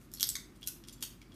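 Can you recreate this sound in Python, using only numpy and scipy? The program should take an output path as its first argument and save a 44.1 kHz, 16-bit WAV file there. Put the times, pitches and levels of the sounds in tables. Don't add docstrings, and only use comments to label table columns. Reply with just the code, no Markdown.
import sys
import numpy as np
from scipy import signal
from scipy.fft import rfft, irfft, next_fast_len
from scipy.io import wavfile

SR = 44100
rng = np.random.default_rng(int(sys.argv[2]) if len(sys.argv) > 2 else 0)


def master_out(mix):
    frames = np.transpose(np.atleast_2d(mix))
    ceiling = np.clip(frames, -1, 1)
    pcm = np.round(ceiling * 32767).astype(np.int16)
    wavfile.write(sys.argv[1], SR, pcm)


N = 59535
TIME = np.arange(N) / SR

# (frequency [Hz], relative density [dB])
RUMBLE_SPECTRUM = [(25, -29), (40, -25), (55, 1.5), (75, -5), (120, 1.5), (165, -3), (245, -1.5), (330, -3),
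                   (380, -7.5), (450, -17), (700, -23.5), (1500, -37)]
# (time [s], level change [dB])
RUMBLE_SWELL = [(0, 1), (.2, 0), (.3, 1), (.41, -0.5), (.5, 1), (.75, .5), (1.1, -1), (1.35, 0.5)]
# (frequency [Hz], relative density [dB])
HISS_SPECTRUM = [(300, -3), (700, 1), (1200, 6), (2500, -2), (5000, -6.5), (10000, -14.5), (15000, -31)]
# (frequency [Hz], level [dB])
HUMS = [(47, -62.5), (239, -68)]
RUMBLE_DB, HISS_DB = -57.5, -69
HUM_WAVER, HUM_WAVER_HZ = 0.17, 6.8

# (frequency [Hz], relative level [dB])
PACK_COLOUR = [(150, -31), (500, -19.5), (900, -18.5), (1500, -10.5), (2400, -7.5), (3300, -0.5), (5500, 0),
               (7200, 0), (10000, -1.5), (13500, -2), (16000, -18)]
BASS_FULL_HZ, NEUTRAL_HZ, TREBLE_FULL_HZ = 835, 3340, 13120

# (start [s], length [s], level [dB], treble [dB])
CRINKLES = [(0, 0.057, -71.5, 7), (0.127, 0.021, -62.5, 6), (0.551, 0.013, -70, 2), (0.66, .016, -53.5, 5),
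            (0.871, 0.014, -60, 0), (0.923, .014, -56.5, 3), (1.012, 0.011, -56.5, 1),
            (1.338, .04, -64, -2)]
GRAINS_PER_S, GRAIN_SPREAD_DB, CRINKLE_EDGE_S = 9900, 4.5, 0.0024

# (time [s], level [dB], energy share of the first break [0-1], treble
# [dB], # resonance [Hz], its height [dB])
SMALL_CLICKS = [ (0.0148, -43, .6, -15, 5960, -3), (.1170, -35, 0.56, 10, 5400, 6),
                (0.159, -30.5, 0.3, 3, 5500, 15), (0.173, -27.5, 0, 1, 4290, 25),
                (0.1842, -34, 0.5, -6, 5600, 9), (.2042, -25, .7, -7, 5130, 4),
                (.2180, -33, 0.3, -5, 5850, 0), (0.2433, -21, 0.27, 2, 8640, 13),
                (0.2677, -30, 1, -8, 4570, -5), (0.2714, -14.5, .4, 30, 5900, 2),
                (0.3017, -32, .3, -3, 8100, 11), (.5610, -43.5, 0.3, 4, 9060, 25),
                (0.6123, -40.5, 0.5, 11, 8600, 14), (0.6196, -32.5, 0.1, -22, 3000, 15),
                (.6297, -24, .05, -11.5, 3330, 12), (.6393, -34.5, 0.05, 0, 3500, 5),
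                (0.8386, -32.5, 0.05, -17, 5500, 8), (0.8855, -24, 0.98, -6, 1970, 5),
                (0.8953, -43, 0, -8, 3400, 27), (0.9259, -32.5, 0, 2, 7200, 23),
                (.9825, -44, .5, -8, 3400, 9), (1.0077, -33, 0, 5, 8000, 0), (1.0487, -27, .3, 3, 4700, -6),
                (1.0507, -24, 0.25, 12, 6520, 18), (1.2163, -32, 0.1, -15, 2274, 14.5),
                (1.2702, -48, 0.8, -24, 4700, 30), (1.3199, -37.5, 0, -22, 3330, 6)]
# (frequency [Hz], width [Hz], height [dB])
SHEET_RESONANCES = [(2200, 300, 2), (3340, 160, 4.5), (4080, 550, -4), (5030, 510, 3.5), (5720, 250, 2.5),
                    (7640, 700, -4.5), (8700, 400, 5)]
BREAK_S = 0.000237
SMALL_CRUMPLE_S, SMALL_WIDTH_HZ = 0.0013, 190

# (delay [s], level [dB])
ECHOES = [(.0017, -4.5), (.0030, -14), (.0057, -15), (.0094, -7), (0.0102, -7.5), (0.0137, -9.5)]
# (frequency [Hz], time to fall 60 dB [s])
ROOM_T60 = [(500, 0.25), (2200, 0.39), (5500, 0.29), (10000, 0.31), (15000, .3)]
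ECHO_SMEAR_S = 0.00097
TAIL_DB, TAIL_START_S, TAIL_BUILD_S = -2.5, 0.0026, 0.0027
SMALL_WALLS_DB = -1

# (time [s], level [dB], crumple decay [s], energy share of the first break [0-1],
#                  level sent to the walls, relative [dB], bass [dB], treble [dB],
#                  peaks and dips as (frequency [Hz], width [Hz], height [dB]))
SNAPS = [ (0.1378, -19, 0.0012, 0.27, 0.5, 0.5, 1.5, [(1930, 270, 10), (2660, 1200, -21), (5520, 490, 10.5),
         (6900, 230, 6.5), (9450, 350, 5), (12000, 1150, 11)]),
         (.1983, -16.5, .0013, 0.33, -3, -9, 9, [(3700, 610, 16), (5170, 700, 1), (12400, 600, 0)]),
         (.2079, -10, 0.0025, 0.22, 0.5, 5.5, 15, [(1460, 160, 15), (1930, 620, -14), (3260, 340, 16),
         (5700, 600, 10), (12700, 400, 3)]), (0.2294, 0, 0.00077, 0.68, -3, -7, -2.5, [(3470, 500, 1),
         (4740, 290, 3), (5690, 570, 13), (7040, 1300, -11), (11640, 1400, 9.5)]),
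         (0.2901, -7, 0.00067, .25, 0.5, 6, 4.5, [(550, 73, 6.5), (1000, 470, -3.5), (3430, 400, -4.5),
         (5850, 1100, 5), (6450, 340, -7), (8050, 360, 14), (13200, 1600, 11)]),
         (0.3542, -11, 0.0025, 0.029, -1, -0.5, -5, [(1114, 39, 10), (1505, 63, 6.5), (1940, 310, 11),
         (2213, 160, 13.5), (2680, 1900, -41), (3645, 140, 12.5), (3900, 250, 2.5), (4680, 400, 6),
         (6340, 150, 13.5)]), (.6732, -9, 0.0046, 0.099, -1, -6.5, 9.5, [(1480, 24, 19), (2570, 240, 11),
         (4040, 250, 5.5), (4520, 390, -15), (5620, 480, 7), (11600, 450, 5.5)]),
         (1.0251, -17, 0.003, 0.19, 0, -4, 2.5, [(2460, 410, 11), (4500, 430, 7), (6640, 350, 12.5)]),
         (1.0266, -11, 0.0036, 0.44, -0.5, -5, 6, [(930, 120, 18.5), (1920, 500, 5), (3100, 450, 6),
         (3940, 400, -10), (4450, 390, 9.5), (6480, 200, 6), (8400, 320, 5)])]

# (time [s], level [dB], band centre [Hz])
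THUDS = [(0.293, -27.5, 61.3), (.385, -24.5, 209)]
THUD_S, THUD_SPREAD = 0.036, 1.7

CUTOFF_HZ = 15300


def from_db(db):
    return 10 ** (np.asarray(db) / 20)


def unit(x):
    return x / np.sqrt(np.sum(x ** 2) + 1e-20)


def at_hz(points, hz):
    table_hz, value = np.transpose(points)
    return np.interp(np.log(np.maximum(hz, 1)), np.log(table_hz), value)


def steady_noise(points):
    gain = from_db(at_hz(points, np.fft.rfftfreq(N, 1 / SR)))
    spectrum = rfft(rng.standard_normal(N)) * gain
    return np.sqrt(N) * unit(irfft(spectrum, N))


def background():
    swell_db = np.interp(TIME, *np.transpose(RUMBLE_SWELL))
    rumble = from_db(RUMBLE_DB + swell_db) * steady_noise(RUMBLE_SPECTRUM)
    hiss = from_db(HISS_DB) * steady_noise(HISS_SPECTRUM)
    out = rumble + hiss
    for hz, db in HUMS:
        waver = 1 + HUM_WAVER * steady_noise([(HUM_WAVER_HZ, 0), (HUM_WAVER_HZ * 10, -80)])
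        tone = np.sqrt(2) * np.sin(2 * np.pi * (hz * TIME + rng.random()))
        out += from_db(db) * waver * tone
    return out


def colour(x, points):
    size = 2 * next_fast_len(len(x))
    gain = from_db(at_hz(points, np.fft.rfftfreq(size, 1 / SR)))
    cepstrum = irfft(np.log(gain))
    cepstrum[1:size // 2] *= 2
    cepstrum[size // 2 + 1:] = 0
    return irfft(rfft(x, size) * np.exp(rfft(cepstrum)))[:len(x)]


def shelves(x, bass_db, treble_db):
    return colour(x, [(BASS_FULL_HZ, bass_db), (NEUTRAL_HZ, 0), (TREBLE_FULL_HZ, treble_db)])


def crinkles():
    out = np.zeros(N)
    for s, length_s, db, treble_db in CRINKLES:
        size_db = GRAIN_SPREAD_DB * np.minimum(rng.exponential(1, N), 4)
        sizes = from_db(size_db) * rng.choice([-1, 1], N)
        impulses = sizes * (rng.random(N) < GRAINS_PER_S / SR)
        grains = shelves(colour(impulses, PACK_COLOUR), 0, treble_db)
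        time_to_edge = np.minimum(TIME - s, s + length_s + CRINKLE_EDGE_S - TIME)
        envelope = np.clip(time_to_edge / CRINKLE_EDGE_S, 0, 1)
        out += from_db(db) * np.sqrt(N) * unit(grains) * envelope
    return out


def burst(decay_s, size=2048):
    envelope = np.exp(-TIME[:size] / max(decay_s, 1 / SR))
    x = rng.standard_normal(size) * envelope
    for _ in range(6):
        x = irfft(np.exp(1j * np.angle(rfft(x))))
        ceiling = envelope * np.std(x[:16]) * 2
        x = x * np.minimum(1, ceiling / (np.abs(x) + 1e-12))
    return unit(x)


def resonate(x, hz, width_hz, height_db):
    r = np.exp(-np.pi * width_hz / SR)
    zeros = np.array([1, 0, -1]) * (1 - r * r) / 2
    poles = [1, -2 * r * np.cos(2 * np.pi * hz / SR), r * r]
    peak = signal.lfilter(zeros, poles, x + 1e-18)
    return x + (from_db(height_db) - 1) * peak


def click(crumple_s, break_share, bass_db, treble_db, resonances):
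    share = np.clip(break_share, 0, 1)
    first_break = np.sqrt(share) * burst(BREAK_S)
    crumple = np.sqrt(1 - share) * burst(crumple_s)
    x = shelves(colour(first_break + crumple, PACK_COLOUR), bass_db, treble_db)
    for hz, width_hz, height_db in resonances:
        x = resonate(x, hz, width_hz, height_db)
    return unit(x)


def add(out, s, sound):
    start = max(int(s * SR), 0)
    out[start:start + len(sound)] += sound[:max(N - start, 0)]


def small_clicks():
    out = np.zeros(N)
    for s, db, share, treble_db, hz, height_db in SMALL_CLICKS:
        resonances = SHEET_RESONANCES + [(hz, SMALL_WIDTH_HZ, height_db)]
        add(out, s, from_db(db) * click(SMALL_CRUMPLE_S, share, 0, treble_db, resonances))
    return out


def room(x):
    response = np.zeros(N)
    for delay_s, db in ECHOES:
        add(response, delay_s, from_db(db) * burst(ECHO_SMEAR_S))
    white = rfft(rng.standard_normal(N))
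    freqs = np.fft.rfftfreq(N, 1 / SR)
    edges = np.geomspace(200, SR / 2, 14)
    tail = np.zeros(N)
    for low, high in zip(edges, edges[1:]):
        band = irfft(white * ((freqs >= low) & (freqs < high)), N)
        t60 = at_hz(ROOM_T60, np.sqrt(low * high))
        tail += band * from_db(-60 * TIME / t60)
    build = np.clip((TIME - TAIL_START_S) / TAIL_BUILD_S, 0, 1)
    response += from_db(TAIL_DB) * unit(tail * build)
    return signal.fftconvolve(x, response)[:N]


def snaps():
    direct, to_walls = np.zeros((2, N))
    for s, db, crumple_s, share, walls_db, bass_db, treble_db, resonances in SNAPS:
        sound = from_db(db) * click(crumple_s, share, bass_db, treble_db, resonances)
        add(direct, s, sound)
        add(to_walls, s, from_db(walls_db) * sound)
    return direct, to_walls


def thuds():
    out = np.zeros(N)
    for s, db, hz in THUDS:
        band = [(hz / THUD_SPREAD ** 2, -30), (hz / THUD_SPREAD, -8), (hz, 0),
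                (hz * THUD_SPREAD, -10), (hz * THUD_SPREAD ** 3, -60)]
        add(out, s, from_db(db) * unit(colour(burst(THUD_S, size=8192), band)))
    return out


def scene():
    direct, to_walls = snaps()
    small = small_clicks() + crinkles()
    walls = room(to_walls + from_db(SMALL_WALLS_DB) * small)
    return (direct + small + thuds() + walls + background())[None]


def record(dry):
    low_pass = signal.ellip(10, 0.2, 70, CUTOFF_HZ, fs=SR, output="sos")
    return signal.sosfilt(low_pass, dry)


dry = scene()
out = record(dry)
master_out(out)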